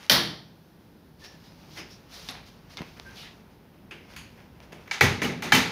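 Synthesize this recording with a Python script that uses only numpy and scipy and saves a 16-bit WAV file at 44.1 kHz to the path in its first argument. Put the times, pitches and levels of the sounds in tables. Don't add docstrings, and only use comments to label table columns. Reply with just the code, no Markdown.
import sys
import numpy as np
from scipy import signal
from scipy.fft import rfft, irfft
from scipy.io import wavfile
from scipy.ndimage import uniform_filter1d

SR = 44100
rng = np.random.default_rng(int(sys.argv[2]) if len(sys.argv) > 2 else 0)


def invert_db(x):
    u = np.asarray(x, float) / 20
    return 10 ** u


def dump(signal):
    limited = np.clip(np.atleast_2d(signal).T, -1, 1)
    pcm = np.round(limited * 32767).astype(np.int16)
    wavfile.write(sys.argv[1], SR, pcm)


N = 251811


def unit(x):
    return x / np.sqrt(np.mean(x ** 2))


def band(x, lo_hz, hi_hz):
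    edges_hz = [lo_hz, min(hi_hz, .45 * SR)]
    return signal.sosfilt(signal.butter(2, edges_hz, "band", fs=SR, output="sos"), x)


def walk(rate):
    hold = int(SR / rate)
    steps = np.repeat(rng.standard_normal(N // hold + 1), hold)
    return 1.3 * uniform_filter1d(uniform_filter1d(steps, hold), hold)[:N]


def add(track, s, x):
    i = int(s * SR)
    track[i:i + len(x)] += x[:N - i]


def aired(table, air_db):
    return [(*row, row[3] + air_db) for row in table]


def blows(table, body, rattle_s, fall, clicks_per_s, thin_hz, dull_hz, first, bite_s, size=4096):
    out = np.zeros(N)
    t = np.arange(size) / SR
    f = np.arange(size // 2 + 1)[:, None] * SR / size
    pool = np.array([band(rng.standard_normal(2 * SR), hz / np.sqrt(2), hz * np.sqrt(2)) for hz, _, _ in ROOM])
    hz, width, mode_db = np.transpose(body)
    modes = 1j * f * width / (hz ** 2 - f ** 2 + 1j * f * width) * (-1) ** np.arange(len(hz))
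    thin = 1j * f[:, 0] / (thin_hz + 1j * f[:, 0]) / (1 + 1j * f[:, 0] / dull_hz)
    for s, peak_db, bass_db, treble_db, room_db, air_db in table:
        when, push, spot = rng.random(size), rng.standard_normal(size), rng.integers(SR)
        contacts = (when < clicks_per_s / SR) * push
        rattle = contacts * np.exp(-(t / rattle_s) ** fall) * (1 - np.exp(-t / bite_s))
        rattle[0] = first
        start = s - .0007
        colour_hz = [350, 900, 2800, 3600, 7000, 8500]
        shares_db = [bass_db, 0, 0, treble_db, treble_db, air_db]
        colour_db = np.interp(np.log(hz), np.log(colour_hz), shares_db)
        ring = 12 * invert_db(peak_db) * (modes @ invert_db(mode_db + colour_db))
        add(out, start, irfft(rfft(rattle) / np.linalg.norm(rattle) * ring * thin, size))
        add(out, start, invert_db(room_db - 24) * room(irfft(ring, size), pool, spot))
    return out


# start in seconds, peak, bass, treble and room level in dB.
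LATCH_BLOWS = [
    (5.01, 1, -8, -13, -8),
    (5.2183, -11.5, -1.5, -13, -4),
    (5.2444, -23, 2, -13, -8.5),
    (5.4236, -17, -7, -12, -2.5),
    (5.5218, 1, -14, -12, -5.5),
    (5.5494, -13.5, 2, -2, -7),
]
# start in seconds, peak, bass, treble and room level in dB.
CATCH_BLOWS = [
    (4.8758, -32.5, -7, -15, -7.5),
    (4.9122, -15, -30, -9, -6.5),
    (4.9427, -23, -14, -18, -9),
]
# pitch in Hz, width in Hz, level in dB.
PANEL_MODES = [(73, 39, 11.5), (92, 49, 13), (135.5, 68, 13), (183, 45, 16), (248.8, 28, 17),
               (410, 114, 10.5), (848, 150, 4.5), (1093, 295, 2.5), (1350, 340, 4.5), (1760, 257, 4.5),
               (2006, 85, 8.5), (2204, 300, 4), (2740, 350, -13), (3070, 53, -22), (3580, 1700, 8),
               (5460, 1100, 8.5), (6360, 830, 8), (9470, 1200, 6.5), (12350, 2000, 4.5),
               (15470, 2200, -1.5)]


def panel_latches():
    latches = blows(aired(LATCH_BLOWS, air_db=-8), PANEL_MODES, rattle_s=0.0085, fall=2.0,
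                    clicks_per_s=7000, thin_hz=350, dull_hz=3000, first=2.6, bite_s=.0003)
    catches = blows(aired(CATCH_BLOWS, air_db=-30), PANEL_MODES, rattle_s=0.006, fall=1.7,
                    clicks_per_s=3500, thin_hz=100, dull_hz=4100, first=1.2, bite_s=.0006)
    return latches + catches


# start in seconds, peak, bass, treble and room level in dB.
SNAP_BLOWS = [
    (0.0976, 9.5, -20.5, -1.5, -4.5),
    (0.1104, 2, -14, -10, -7.5),
    (0.1174, -2.5, -27.5, -7, 2),
]
# pitch in Hz, width in Hz, level in dB.
COVER_MODES = [(82, 27, 3.5), (153, 31, 8), (229, 180, 10), (350, 33, -11.5), (575, 110, -8),
               (940, 410, -11), (1400, 500, -9), (1900, 280, -7.5), (2270, 240, -11.5), (3200, 300, -6.5),
               (3720, 420, -5.5), (4450, 710, -5.5), (5630, 740, -8.5), (9800, 1500, -2),
               (11800, 1400, -0.5), (14500, 1400, 1.5)]


def cover_snaps():
    return blows(aired(SNAP_BLOWS, air_db=-17.5), COVER_MODES, rattle_s=0.0045, fall=3.3,
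                 clicks_per_s=4700, thin_hz=1300, dull_hz=9310, first=1.5, bite_s=.0004)


# start in seconds, peak, bass, treble and room level in dB.
KNOCK_BLOWS = [
    (1.2386, -43, 7.5, -7, -6),
    (1.7754, -36, 0, -11, 0.5),
    (2.7825, -30, 2, -13, -11.5),
    (3.91, -30, -2.5, -23, -5.5),
    (3.918, -32, -20, -18, -11),
]
# start in seconds, peak, bass, treble and room level in dB.
FLICK_BLOWS = [
    (4.1632, -29.5, -15, -5.5, -5),
    (4.7225, -35.5, 0, -9, -31),
]
# pitch in Hz, width in Hz, level in dB.
GRILLE_MODES = [(150, 240, -4.5), (370, 97, 12.5), (900, 140, 0.5), (1490, 530, 5), (2050, 640, 8.5),
                (2530, 700, 8), (3850, 970, 4), (4530, 480, 8), (6600, 370, 7), (9200, 2500, -4),
                (13670, 3500, -10.5)]


def grille_knocks():
    hits = aired(KNOCK_BLOWS, air_db=-26) + aired(FLICK_BLOWS, air_db=1.5)
    return blows(hits, GRILLE_MODES, rattle_s=0.015, fall=1.0, clicks_per_s=4000,
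                 thin_hz=300, dull_hz=8950, first=1.2, bite_s=.0008)


# start in seconds, pitch in Hz, level in dB, T60 in seconds.
MODE_RINGS = [(5.0105, 850, -18, 0.07), (5.045, 1960, -24, .2), (5.222, 2300, -27, .12),
              (5.25, 1297, -36, .2), (5.43, 900, -45, .2), (5.425, 2330, -33, .1), (4.8765, 2250, -42, .06),
              (4.9435, 2300, -26, .04), (5.0105, 1690, -26, .06), (5.0105, 1930, -19, 0.19),
              (5.0105, 2280, -9.5, .07), (5.522, 854, -15, 0.077), (5.523, 1670, -12.5, 0.05),
              (5.522, 2298, -12.5, 0.091), (5.523, 3090, -14, .09), (5.535, 264.4, -20.5, 0.35),
              (5.5496, 3020, -16.5, 0.11), (5.55, 2690, -20, 0.13), (5.2456, 2900, -23.5, 0.069),
              (.0976, 3100, -6, .03), (.1, 600, -20, .06), (.125, 1626, -24, .12), (.112, 3537, -18, .1),
              (.115, 5055, -20, .08), (.0976, 4580, -20, .05), (.1174, 5530, -17, 0.054),
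              (.0976, 3720, -20, .06), (.0976, 2400, -14, .05), (2.288, 740, -44, 0.19),
              (2.288, 264, -39.5, .1), (2.778, 2110, -37, .08), (2.8063, 620, -39, .03),
              (2.8195, 1040, -35, 0.033), (4.9122, 2300, -18, .04), (4.9122, 1850, -37, 0.037),
              (5.0105, 4100, -25, 0.11), (5.218, 1760, -36, 0.045), (5.02, 456, -25, 0.14),
              (2.791, 3700, -40, .03), (5.4256, 2050, -36, 0.17)]


def rings():
    out, t = np.zeros(N), np.arange(SR // 3) / SR
    for s, hz, db, t60 in MODE_RINGS:
        waver = .5 * unit(band(rng.standard_normal(len(t)), 15, 90))
        fade = (1 - np.exp(-t / 0.0012)) * 1000 ** (-t / np.clip(t60, .03, .35))
        add(out, s, invert_db(db) * fade * np.sin(2 * np.pi * hz * t + waver))
    return out


# time in seconds, peak in dB, low edge in Hz, high edge in Hz, length in seconds.
EDGE_CHATTER = [(.0990, -8, 2500, 6000, .0015), (.0985, -22, 8500, 16000, .003),
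                (.1115, -14, 3000, 6000, .003), (.1178, -12, 3500, 7000, .004),
                (.1178, -24, 9000, 16000, .002), (.131, -24, 12000, 16000, .002),
                (.1335, -14, 3000, 6500, .002), (.169, -20, 3000, 5500, .003),
                (2.2925, -29, 2000, 6500, .002), (2.2975, -31, 3000, 6500, .003),
                (2.3105, -35, 3500, 12500, .002), (2.315, -37, 3500, 6000, .002),
                (2.7727, -28, 3000, 6200, .001), (2.7722, -48, 11000, 16500, .002),
                (2.7832, -34, 1800, 4500, .003), (2.8185, -36, 3500, 5500, .002),
                (2.819, -49, 9000, 16000, .003), (4.1645, -42, 8500, 16500, .004),
                (4.876, -53, 11500, 16000, .004), (4.9125, -26, 3000, 7000, .002),
                (4.913, -47, 11500, 15000, .003), (4.9185, -29, 3000, 7000, .002),
                (4.9455, -33, 3500, 7000, .002), (5.0105, -20, 5500, 16000, .003),
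                (5.0163, -24, 5500, 15000, .002), (5.037, -28, 12000, 16000, .003),
                (5.044, -25, 6000, 15000, .003), (5.0555, -20, 1500, 7000, .002),
                (5.2205, -29, 4000, 16000, .004), (5.247, -33, 9000, 15500, .003),
                (5.254, -26, 2000, 4500, .004), (5.2705, -42, 9000, 15500, .002),
                (5.3215, -38, 2500, 8000, .003), (5.4228, -34, 4000, 16500, .004),
                (5.5228, -20, 5500, 16500, .003), (5.549, -18, 4500, 16000, .004),
                (5.5535, -20, 5000, 16000, .003), (5.557, -19, 3500, 8500, .002),
                (5.613, -36, 8000, 16000, .002), (5.6265, -36, 6000, 16000, .002)]


def chatter():
    out, t = np.zeros(N), np.arange(1500) / SR
    for s, peak_db, lo_hz, hi_hz, length in EDGE_CHATTER:
        clicks = rng.standard_normal(len(t)) * (rng.random(len(t)) < .3)
        clicks = clicks * t / length * np.exp(-(t / length) ** 2)
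        burst = band(band(clicks, lo_hz, hi_hz), lo_hz, hi_hz)
        add(out, s - length / 2, invert_db(peak_db) * burst / np.max(np.abs(burst)))
    return out


# start in seconds, peak in dB, pitch in Hz, T60 in seconds.
BOARD_BOOMS = [
    (.108, -27, 166, .75),
    (.13, -33, 340, .7),
    (.13, -35, 470, .55),
    (5.523, -24, 168, .3),
    (5.235, -33, 125, .3),
    (.105, -33, 125, 0.96),
    (5.013, -22.5, 92, 0.58),
    (5.015, -15.5, 133.3, 0.35),
    (5.222, -33, 100, 0.38),
    (5.525, -21.5, 115, 0.31),
]


def booms():
    out, t = np.zeros(N), np.arange(SR // 2) / SR
    for s, peak_db, hz, t60 in BOARD_BOOMS:
        waver = .7 * unit(band(rng.standard_normal(len(t)), 4, 25))
        fade = (1 - np.exp(-t / .015)) * 1000 ** (-t / t60)
        add(out, s, invert_db(peak_db) * fade * np.sin(2 * np.pi * hz * t + waver))
    return out


# start, rise and hold in seconds, level in dB, brightness in dB.
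RUB_STROKES = [(-0.02, 0.024, 0.048, -52, -1), (1.182, 0.025, .015, -61, 5),
               (1.224, 0.022, 0.0087, -55, 5.5), (1.426, 0.015, 0.035, -66.5, 7),
               (1.687, .05, 0.022, -62, 10.5), (1.745, 0.033, .015, -46, .5),
               (1.877, 0.037, .025, -62.5, 8.5), (2.074, 0.059, 0.15, -54.5, 6),
               (2.285, 0.012, 0.069, -48.5, -8), (2.448, 0.014, 0.025, -60.5, 5.5),
               (2.692, 0.013, 0.03, -56, 3), (2.85, .012, 0.032, -59, -8), (2.96, 0.012, .005, -52, -6),
               (3.036, 0.02, 0.07, -55.5, -4), (3.136, 0.035, 0.04, -54.5, 7),
               (3.213, 0.021, 0.018, -49.5, -1), (3.495, 0.015, 0.018, -68, 2),
               (4.074, 0.028, .045, -55, -2.5), (4.182, 0.0075, 0.0089, -63, -6),
               (4.357, .025, .015, -56.5, -10), (4.597, 0.012, 0.012, -59, -11),
               (4.62, 0.0065, .006, -61, 2), (4.774, 0.04, 0.025, -62, 0), (4.845, .025, .02, -57, -12)]
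# time in seconds, level in dB, brightness in dB.
FIDGET_LEVELS = [(.1, -84.5, 4), (.62, -74.5, 3), (1.14, -81, 4.5), (1.3, -64.5, 2), (1.7, -64, 2.5),
                 (2.05, -63.5, -2), (2.65, -65.5, -1.5), (2.9, -64.5, 6), (3.35, -63, -1),
                 (3.6, -68.5, -10), (3.898, -68, -7.5), (4.06, -65, -0.5), (4.4, -63.5, -1.5),
                 (4.58, -64.5, -7), (4.8, -58, -10), (4.92, -75, -2)]
# low edge in Hz, high edge in Hz, level in strokes in dB,
# level in fidgeting in dB, share of brightness, fade in dB per second.
RUB_COLOURS = [(1030, 3350, -1, -0.5, 0.048, 190), (2786, 6040, -0.5, 0, 1.05, 180),
               (8600, 12000, -14, -14.5, 0.88, 260.5), (12000, 17000, -19.5, -15, 1.4, 299.5),
               (296.8, 920, -8, 1, 0.012, 180)]


def rubbing():
    t = np.arange(0, N / SR, .002)
    start, rise, hold, stroke_db, bright_db = np.transpose(RUB_STROKES)[:, :, None]
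    press = np.clip((t - start) / rise, 0, 1) ** 1.3
    after = np.maximum(t - start - rise - hold, 0)
    s, fidget_db, fidget_bright_db = np.transpose(FIDGET_LEVELS)
    grains = rng.standard_normal(N) * invert_db(2.0 * rng.exponential(size=N)) * invert_db(walk(40))
    out = np.zeros(N)
    for lo_hz, hi_hz, in_stroke_db, in_fidget_db, share, fade_db_s in RUB_COLOURS:
        steep = band(band(grains, lo_hz, hi_hz), .8 * lo_hz, 1.1 * hi_hz)
        strokes = press * invert_db(stroke_db + in_stroke_db + share * bright_db - fade_db_s * after)
        fidget = invert_db(np.interp(t, s, fidget_db + in_fidget_db + share * fidget_bright_db))
        level = np.sqrt(np.sum(strokes ** 2, axis=0) + fidget ** 2)
        out += np.interp(np.arange(N) / SR, t, level) * unit(steep)
    return out


# start in seconds, length in seconds, pitch in Hz, width in Hz, level in dB.
SKIN_SQUEAKS = [
    (1.21, 0.086, 1760, 70, -57),
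    (1.233, 0.046, 5460, 500, -53.5),
    (1.462, 0.039, 5100, 300, -64),
    (1.758, 0.061, 2090, 200, -50),
    (1.764, 0.058, 5200, 500, -50),
    (1.899, 0.038, 5460, 500, -53),
    (3.049, 0.051, 1568, 30.3, -58.5),
    (3.238, 0.04, 1900, 400, -53),
    (3.157, 0.1, 3270, 1600, -48),
]


def squeaks():
    out, t = np.zeros(N), np.arange(8000) / SR
    for s, length, hz, width, db in SKIN_SQUEAKS:
        slip = rng.standard_normal(len(t))
        hiss = unit(band(slip, hz - width / 2, hz + width / 2))
        waver = .8 * unit(band(slip, 20, 90))
        whistle = np.sin(2 * np.pi * hz * t * (1.012 - .1 * t) + waver)
        tone = hiss + 10 * np.exp(-width / 30) * whistle
        add(out, s, invert_db(db) * tone * (t / length * np.e * 2 * np.exp(-2 * t / length)))
    return out


# start in seconds, peak, bass, treble and room level in dB.
CRACK_BLOWS = [
    (2.2886, -22, -28.5, 0, -11.5),
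]
# start in seconds, peak, bass, treble and room level in dB.
TICK_BLOWS = [(0.0655, -50, 0, 8, -22), (1.5229, -41.5, -9, -15, -28), (2.3536, -30.5, -17, -21, -7),
              (2.7719, -29.5, -13, 0, -31), (2.778, -32, -18, 0, -13), (2.791, -29.5, -12, -19, -4),
              (2.801, -44, 4, -16, -23), (2.8044, -41, 15, -18, -6), (2.8187, -25, -10, -18, -26),
              (2.83, -35, -6, -14, -20), (2.9731, -46, -8, -8, -17), (2.999, -28.5, 5, -3.5, -34),
              (4.6039, -36, 5, -9.5, -21.5), (4.7304, -39.5, 21.5, -2.5, -6.5), (4.736, -32, -3, -29, -6.5)]
# pitch in Hz, width in Hz, level in dB.
CASE_MODES = [(300, 320, -5.5), (890, 350, 2), (2330, 550, -0.5), (3560, 600, 6.5), (4965, 2100, 1),
              (6550, 400, -5.5), (10000, 2100, -9), (13500, 3500, -3)]


def phone_ticks():
    cracks = blows(aired(CRACK_BLOWS, air_db=-14), CASE_MODES, rattle_s=0.012, fall=1.4,
                   clicks_per_s=3000, thin_hz=1200, dull_hz=12000, first=3.2, bite_s=.0003)
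    ticks = blows(aired(TICK_BLOWS, air_db=-24), CASE_MODES, rattle_s=0.0013, fall=1.7,
                  clicks_per_s=860, thin_hz=150, dull_hz=7110, first=3.2, bite_s=.0002)
    return cracks + ticks


# start in seconds, peak in dB, pitch in Hz, T60 in seconds.
CASE_BUMPS = [
    (1.785, -43, 350, .08),
    (2.8068, -22.5, 175, .035),
    (2.8197, -26, 230, .02),
    (2.98, -39, 150, .04),
]


def bumps():
    out, t = np.zeros(N), np.arange(4000) / SR
    for s, peak_db, hz, t60 in CASE_BUMPS:
        swing = np.cos(2 * np.pi * hz * t * (1 - 4 * t)) * 1000 ** (-t / t60)
        add(out, s, invert_db(peak_db) * (1 - np.exp(-(t / 0.00024) ** 2)) * swing)
    return out


# band centre in Hz, T60 in seconds, build-up in seconds.
ROOM = [(61, 0.38, 0.069), (125, 1, 0.011), (250, 0.6, 0.0079), (500, 0.57, 0.011), (927, 0.47, 0.0078),
        (2160, 0.46, 0.011), (3704, 0.5, 0.0061), (8000, 0.37, 0.0044), (15000, 0.24, 0.0078)]


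def room(x, pool, start):
    late = np.maximum(np.arange(36000) / SR - .003, 0)
    _, t60, build = np.transpose(ROOM)[:, :, None]
    fade = (1 - np.exp(-late / build)) * 1000 ** (-late / t60)
    return signal.fftconvolve(x, np.sum(pool[:, start:start + len(late)] * fade, axis=0))


# frequency in Hz, level in dB per Hz.
HUM_SPECTRUM = [(15, -40), (25, -21), (53, -6), (134, -10), (166, -6), (190, -10), (714, -31.5),
                (911, -30.5), (1160, -38), (1480, -36.5), (2350, -42.5), (5140, -46), (7110, -55.5),
                (12200, -50), (16000, -49)]
# time in seconds, level in dB.
RUMBLE_SWELL = [(0.55, -64), (0.64, -65.5), (1.16, -57), (1.87, -52.5), (2.02, -57.5), (2.37, -52.5),
                (2.49, -54), (3.2, -54), (3.64, -57.5), (4.23, -53), (4.63, -53.5), (4.85, -57)]


def hum():
    hum_db = -46.5
    f = np.maximum(np.arange(N // 2 + 1) * SR / N, 1)
    hz, db = np.transpose(HUM_SPECTRUM)
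    shape = invert_db(np.interp(np.log(f), np.log(hz), db))
    noise = invert_db(hum_db) * unit(irfft(rfft(rng.standard_normal(N)) * shape, N))
    low = signal.sosfilt(signal.butter(1, 400, fs=SR, output="sos"), noise)
    swell_db = np.interp(np.arange(N) / SR, *np.transpose(RUMBLE_SWELL)) - hum_db
    return noise + (invert_db(swell_db + walk(12)) - 1) * low


def scene():
    unclipping = panel_latches() + cover_snaps() + grille_knocks() + rings() + chatter() + booms()
    handling = rubbing() + squeaks() + phone_ticks() + bumps()
    return (unclipping + handling + hum())[None]


def low_pass(x):
    return signal.sosfilt(signal.butter(12, 16590, fs=SR, output="sos"), x)


def record(dry):
    x = signal.sosfilt(signal.butter(3, 38, "high", fs=SR, output="sos"), dry)
    port_hz, port_width_hz, port_depth = 8050, 2200, 0.45
    x = x - port_depth * signal.lfilter(*signal.iirpeak(port_hz, port_hz / port_width_hz, fs=SR), x)
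    ceiling = .86
    x = ceiling * np.tanh(x / ceiling)
    x = signal.sosfilt(signal.ellip(8, .2, 25, 15600, fs=SR, output="sos"), x)
    return low_pass(x)


dry = scene()
out = record(dry)
dump(out)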